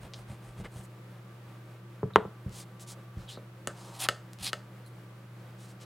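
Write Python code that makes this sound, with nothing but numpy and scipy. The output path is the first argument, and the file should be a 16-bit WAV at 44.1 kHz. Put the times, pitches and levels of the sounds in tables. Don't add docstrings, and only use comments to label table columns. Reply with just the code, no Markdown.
import sys
import numpy as np
from scipy import signal
from scipy.fft import rfft, irfft
from scipy.io import wavfile

SR = 44100
rng = np.random.default_rng(int(sys.argv[2]) if len(sys.argv) > 2 else 0)


def transcribe(signal):
    frames = np.atleast_2d(signal).T
    limited = np.clip(frames, -1, 1)
    pcm = np.round(limited * 32767).astype(np.int16)
    wavfile.write(sys.argv[1], SR, pcm)


N = 257984
TIME_S, BIN_HZ = np.arange(N) / SR, np.fft.rfftfreq(N, 1 / SR)


def gain_of(db):
    return 10 ** (np.asarray(db) / 20)


def unit_rms(x):
    return x / np.sqrt(np.mean(x ** 2) + 1e-20)


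def curve_at(points, hz):
    point_hz, values = np.transpose(points)
    return np.interp(np.log(hz + 1), np.log(point_hz + 1), values)


def add(mix, start_s, sound):
    part = mix[max(round(start_s * SR), 0):][:len(sound)]
    part += sound[:len(part)]


def coloured(x, spectrum):
    return irfft(rfft(x) * gain_of(curve_at(spectrum, BIN_HZ)), N)


def band(x, low_hz, high_hz):
    return irfft(rfft(x) * ((BIN_HZ >= low_hz) & (BIN_HZ < high_hz)), N)


def wander(rate_hz):
    return unit_rms(band(rng.standard_normal(N), 0.1, rate_hz))


def struck(modes, contact_hz, spread_s=0):
    ring_samples = 4096
    hz = np.fft.rfftfreq(2 * ring_samples, 1 / SR)
    power = sum(gain_of(db) ** 2 / (1 + ((hz - pitch) / width) ** 2) ** 2 for pitch, width, db in modes)
    power /= 1 + (hz / contact_hz) ** 4
    log_gain = np.log(power + 1e-9) / 2
    mirrored = np.concatenate([log_gain, log_gain[-2:0:-1]])
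    causal_ring = np.exp(np.conj(signal.hilbert(mirrored)))[:len(hz)]
    travel = np.exp(-4j * np.pi * spread_s * np.sqrt(1000 * hz))
    return irfft(causal_ring * travel)[:ring_samples]


# frequency_hz, t60_s
ROOM_DECAY = [(100, 0.21), (400, 0.17), (1000, 0.34), (3000, .24), (9000, 0.28), (16000, 0.095)]
# frequency_hz, level_db
ROOM_COLOUR = [(100, -15.5), (450, 0), (1000, -15), (3000, -12.5), (9000, -10.5), (16000, -14)]
def room(x):
    t = np.arange(SR // 2) / SR
    reflections = rng.standard_normal(len(t)) * np.clip((t - 0.003) / 0.0014, 0, 1)
    hz, age_s, bands = signal.stft(reflections, SR, nperseg=256)
    decay_rate = np.log(1000) / curve_at(ROOM_DECAY, hz)[:, None]
    bands *= np.exp(-decay_rate * age_s) * np.sqrt(2 * decay_rate / SR)
    bands *= gain_of(curve_at(ROOM_COLOUR, hz))[:, None]
    tail = signal.istft(bands, SR, nperseg=256)[1]
    return signal.fftconvolve(x, tail)[:N]


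# delay_s, level_db
DESK_ECHOES = [(.0024, -17), (.0052, -20), (.0076, -15.5), (.0086, -17.5)]
def at_microphone(x, room_db):
    heard = x + gain_of(room_db) * room(x)
    for delay_s, db in DESK_ECHOES:
        add(heard, delay_s, gain_of(db) * x)
    return heard


def tone(hz, db, waver):
    phase = 2 * np.pi * hz * TIME_S + waver * wander(5)
    return np.sqrt(2) * gain_of(db + 1.7 * waver * wander(8)) * np.sin(phase)


# frequency_hz, level_db
FAN_AIR = [(25, -13), (50, -8.5), (66, -14), (110, 0), (185, 2.5), (240, -9.5), (340, -1), (420, -6.5),
           (540, -4.5), (700, -10), (1300, -11.5), (3000, -21), (6000, -30), (16000, -33)]
# frequency_hz, side_db
AIR_WIDTH = [(60, -12), (130, -28.5), (290, -14), (640, -9), (1410, -5.5), (3100, -2), (6820, -4),
             (15000, -1.5)]
# pitch_hz, level_db
DRONE_TONES = [(120, -49.5), (181, -63.5), (193, -62), (343, -67), (1271, -78.5), (1352, -86), (1535, -78),
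               (1561, -82)]
def fan_and_mains():
    mid, side = (gain_of(-55 + 0.88 * wander(5.7)) * unit_rms(coloured(noise, FAN_AIR))
                 for noise in rng.standard_normal((2, N)))
    side = coloured(side, AIR_WIDTH)
    for k, (hz, db) in enumerate(DRONE_TONES):
        mid += tone(hz, db, waver=1.1 if k else 0.16)
    whine_db = np.interp(TIME_S, [0, 3.0, 3.6], [-70, -67.5, -73.5])
    mid += tone(hz=1166, db=whine_db, waver=1.7)
    return np.array([mid + side, mid - side])


# start_s, level_db, pitch_hz, width_hz, room_send_db
CLICKS = [(0.1368, -12, 4300, 2040, 4), (2.1362, -10, 3800, 202, 8), (2.1595, -16, 8500, 5000, -22),
          (2.4947, -31.5, 6000, 7000, -11), (2.7975, -28, 4880, 6000, -6), (3.6735, -1, 8100, 1900, -12),
          (4.3334, -21.5, 7700, 7150, -5), (4.388, -24, 4000, 4000, -3), (4.864, -29, 10200, 3000, 9)]
def clicks():
    near, far = np.zeros((2, N))
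    for start_s, db, hz, width_hz, send_db in CLICKS:
        click = gain_of(db) * struck([(hz, width_hz, 0)], contact_hz=10000)
        add(near, start_s, click)
        add(far, start_s, gain_of(send_db) * click)
    return at_microphone(near, room_db=-4.5) + gain_of(4) * room(far)


# middle_s, length_s, level_db, pitch_hz, width_hz
SWELLS = [(0.141, 0.022, -48, 3900, 1520), (0.656, 0.037, -48, 1780, 500), (0.66, 0.064, -59, 640, 270),
          (2.109, 0.02, -48.5, 1210, 450), (3.298, 0.058, -49.5, 3200, 320), (3.33, 0.15, -53, 3920, 504),
          (3.701, 0.078, -50, 1430, 250), (3.93, 0.66, -54, 890, 350), (4.052, 0.037, -45, 620, 400),
          (4.041, 0.074, -38.5, 3330, 2000), (4.061, 0.032, -40, 1270, 550),
          (4.469, 0.084, -35, 4000, 1420), (4.868, 0.059, -64.5, 4200, 250), (4.87, .04, -63, 10200, 1400)]
def resonant_swells(pulses_per_s=2500):
    mix = np.zeros(N)
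    for middle_s, length_s, db, hz, width_hz in SWELLS:
        swell = np.cos(np.pi * np.clip((TIME_S - middle_s) / length_s, -0.5, 0.5)) ** 2
        pulses = rng.standard_normal(N) * (rng.random(N) < pulses_per_s / SR)
        ring = signal.oaconvolve(pulses, struck([(hz, width_hz, 0)], contact_hz=14500))[:N]
        mix += gain_of(db) * unit_rms(ring) * swell
    return mix


# pitch_hz, width_hz, level_db
PENCIL_MODES = [(596, 180, -10.5), (1300, 78, 3), (1505, 88, 1), (1820, 78, 0.5), (2170, 110, -9),
                (2900, 280, -6), (3430, 110, -8.5), (4500, 860, -12), (6600, 550, -16), (7860, 450, -14.5),
                (9800, 690, -17), (13400, 2100, -23)]
PAD_THUD_MODES = [(195, 134, -1), (546, 120, -1.5), (1270, 200, -3)]
# start_s, level_db, contact_cutoff_hz,
# relative_thud_db
PENCIL_TAPS = [(3.373, -3, 850, 6), (3.673, 8, 9000, 1), (4.0875, 19.5, 9350, -11), (4.5314, 12, 7500, -10)]
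def pencil_taps():
    taps = np.zeros(N)
    for start_s, db, contact_hz, thud_db in PENCIL_TAPS:
        thud = struck(PAD_THUD_MODES, contact_hz, spread_s=0.001153)
        barrel = struck(PENCIL_MODES, contact_hz, spread_s=0.0008)
        add(taps, start_s, gain_of(db) * (barrel + gain_of(thud_db) * thud))
    return at_microphone(taps, room_db=0)


# pitch_hz, width_hz, level_db
DESK_MODES = [(353, 81, -4.5), (444, 25.6, 4), (585, 98, -6.5), (895, 150, -4.5), (1043, 123, 0.5),
              (1330, 130, -3.5), (1560, 98, -9), (1844, 270, -13), (2870, 680, -21.5), (3380, 500, -22),
              (9100, 2000, -32.5)]
BOOM_MODES = [(98, 24, 2), (127, 35, 1), (197.5, 14.5, 6)]
PAD_PUSH_MODES = [(44, 6, -5), (330, 510, -9)]
# start_s, level_db, contact_cutoff_hz, relative_boom_db
DESK_KNOCKS = [(2.0302, 22, 378, -2), (2.0372, 17.5, 298, 0.5), (2.1588, 30.5, 3870, -11),
               (2.251, 11, 503, -1.5), (2.257, 1, 700, 1)]
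# start_s, level_db, contact_cutoff_hz
HAND_PUSHES = [(0.046, 2.5, 300), (0.3, 12.5, 150), (0.583, 7, 150), (0.597, 10.5, 280), (0.756, 11, 120),
               (0.79, 4, 120), (2.4596, 21, 133), (3.167, 23, 78), (4.41, 11, 99)]
def desk_knocks(boom_lag_s=0.0033):
    knocks, booms = np.zeros((2, N))
    for start_s, db, contact_hz, boom_db in DESK_KNOCKS:
        add(knocks, start_s, gain_of(db) * struck(DESK_MODES, contact_hz, spread_s=0.000691))
        boom = struck(BOOM_MODES, contact_hz, spread_s=0.00039)
        add(booms, start_s + boom_lag_s, gain_of(db + boom_db) * boom)
    for start_s, db, contact_hz in HAND_PUSHES:
        push = struck(BOOM_MODES + PAD_PUSH_MODES, contact_hz, spread_s=0.00096)
        add(booms, start_s, -gain_of(db) * push)
    return at_microphone(knocks, room_db=-2.5) + at_microphone(booms, room_db=5.5)


def stroke_speed(start_s, rise_s, fall_s):
    ramp = np.interp(TIME_S, [start_s, start_s + rise_s, start_s + rise_s + fall_s], [0, 1, 0])
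    return np.sin(np.pi / 2 * ramp)


def rubbing(strokes, colour, snaps_per_s, snap_spread_db, catch_db, drag_lag_s, hiss_power, drag_power):
    snaps = rng.random(N) < snaps_per_s / SR
    sizes = gain_of(snap_spread_db * np.minimum(rng.exponential(1, N), 4)) * rng.standard_normal(N)
    catching = gain_of(catch_db * wander(120))
    grit = coloured(snaps * sizes * catching, colour)
    lows = signal.sosfiltfilt(signal.butter(2, 4500, fs=SR, output="sos"), grit)
    hiss = unit_rms(grit - lows)
    drag = lows / np.std(band(lows, 1500, 5000))
    mix = np.zeros(N)
    for start_s, rise_s, fall_s, db, drag_db in strokes:
        mix += gain_of(db) * stroke_speed(start_s, rise_s, fall_s) ** hiss_power * hiss
        lagging_speed = stroke_speed(start_s + drag_lag_s, rise_s, fall_s)
        mix += gain_of(db + drag_db) * lagging_speed ** drag_power * drag
    return mix


# frequency_hz, level_db
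WOOD_FRICTION = [(180, -39), (300, 13), (392, -28), (462, -14), (667, 0), (749, 4), (856, -1.5), (1320, -3),
                 (1640, -7.5), (2930, 1.5), (4300, 0.5), (6300, -4.5), (9880, -0.5), (16000, -17.5)]
# start_s, rise_s, fall_s, hiss_db, relative_drag_db
PENCIL_SLIDES = [ (3.922, 0.047, .037, -55, -1.5), (3.989, 0.023, 0.064, -34, -7),
                 (4.38, 0.038, 0.041, -54.5, 3), (4.419, .032, 0.061, -39, -11), ]
def pencil_slides():
    return rubbing(PENCIL_SLIDES, WOOD_FRICTION, snaps_per_s=12000, snap_spread_db=1.8,
                   catch_db=2.5, drag_lag_s=0.0035, hiss_power=1.7, drag_power=1.03)


# frequency_hz, level_db
SKIN_FRICTION = [(200, -12), (700, -3), (1400, -11.5), (2200, -10.5), (3300, -4.5), (5500, -0.5), (8300, 4),
                 (11000, -1.5), (13000, -9), (16000, -11)]
# start_s, rise_s, fall_s, hiss_db, relative_drag_db
HAND_SWEEPS = [ (2.497, 0.11, 0.036, -51.5, -4.5), (2.79, 0.022, 0.044, -54, -6),
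               (2.858, 0.049, 0.042, -50, -6), (3.15, 0.067, .07, -73.5, 6), (3.28, 0.02, 0.069, -55, -2.5),
               (3.73, 0.086, 0.26, -62, 0), (5.57, 0.05, 0.1, -64, -1), (5.67, .04, 0.03, -67.5, -3),
               (5.793, 0.029, .028, -62.5, 3.5), ]
def hand_sweeps():
    return rubbing(HAND_SWEEPS, SKIN_FRICTION, snaps_per_s=16000, snap_spread_db=0,
                   catch_db=0.9, drag_lag_s=0.0018, hiss_power=1.55, drag_power=0.87)


# frequency_hz, level_db
RUBBER_FRICTION = [(45, 27), (80, 19), (160, 18), (300, 7), (700, 11.5), (1700, 0), (3000, -1), (5500, -7),
                   (7300, -4), (9000, -0.5), (12000, -11.5), (16000, -19)]
# start_s, rise_s, fall_s, hiss_db, relative_drag_db
ERASER_STROKES = [ (0.0, 0.033, 0.064, -65, 3), (0.135, 0.043, 0.067, -65.5, -0.5),
                  (0.262, .045, 0.065, -63, 1.5), (0.41, 0.044, 0.12, -66.5, -0.5),
                  (0.563, 0.039, 0.032, -63, 2), (0.635, 0.013, 0.034, -67, 11),
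                  (0.695, 0.084, 0.062, -59, -5), (0.82, 0.023, .028, -61, -14), ]
def eraser():
    return rubbing(ERASER_STROKES, RUBBER_FRICTION, snaps_per_s=7800, snap_spread_db=-0.5,
                   catch_db=1.5, drag_lag_s=0.002, hiss_power=1.34, drag_power=0.75)


def scene():
    close = desk_knocks() + pencil_taps() + clicks()
    handling = eraser() + hand_sweeps() + pencil_slides() + resonant_swells()
    close += at_microphone(handling, room_db=-12.5)
    side = gain_of(-19) * room(close)
    return np.array([close + side, close - side]) + fan_and_mains()


def record(dry):
    low_cut = signal.sosfilt(signal.butter(4, 44, "high", fs=SR, output="sos"), dry)
    rounded = low_cut / (1 + low_cut ** 20) ** (1 / 20)
    hiss = gain_of(-80) * rng.standard_normal(dry.shape)
    band_limit = signal.firwin(511, 16050, window=("kaiser", 9), fs=SR)
    return signal.oaconvolve(rounded + hiss, band_limit[None], "same")


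dry = scene()
out = record(dry)
transcribe(out)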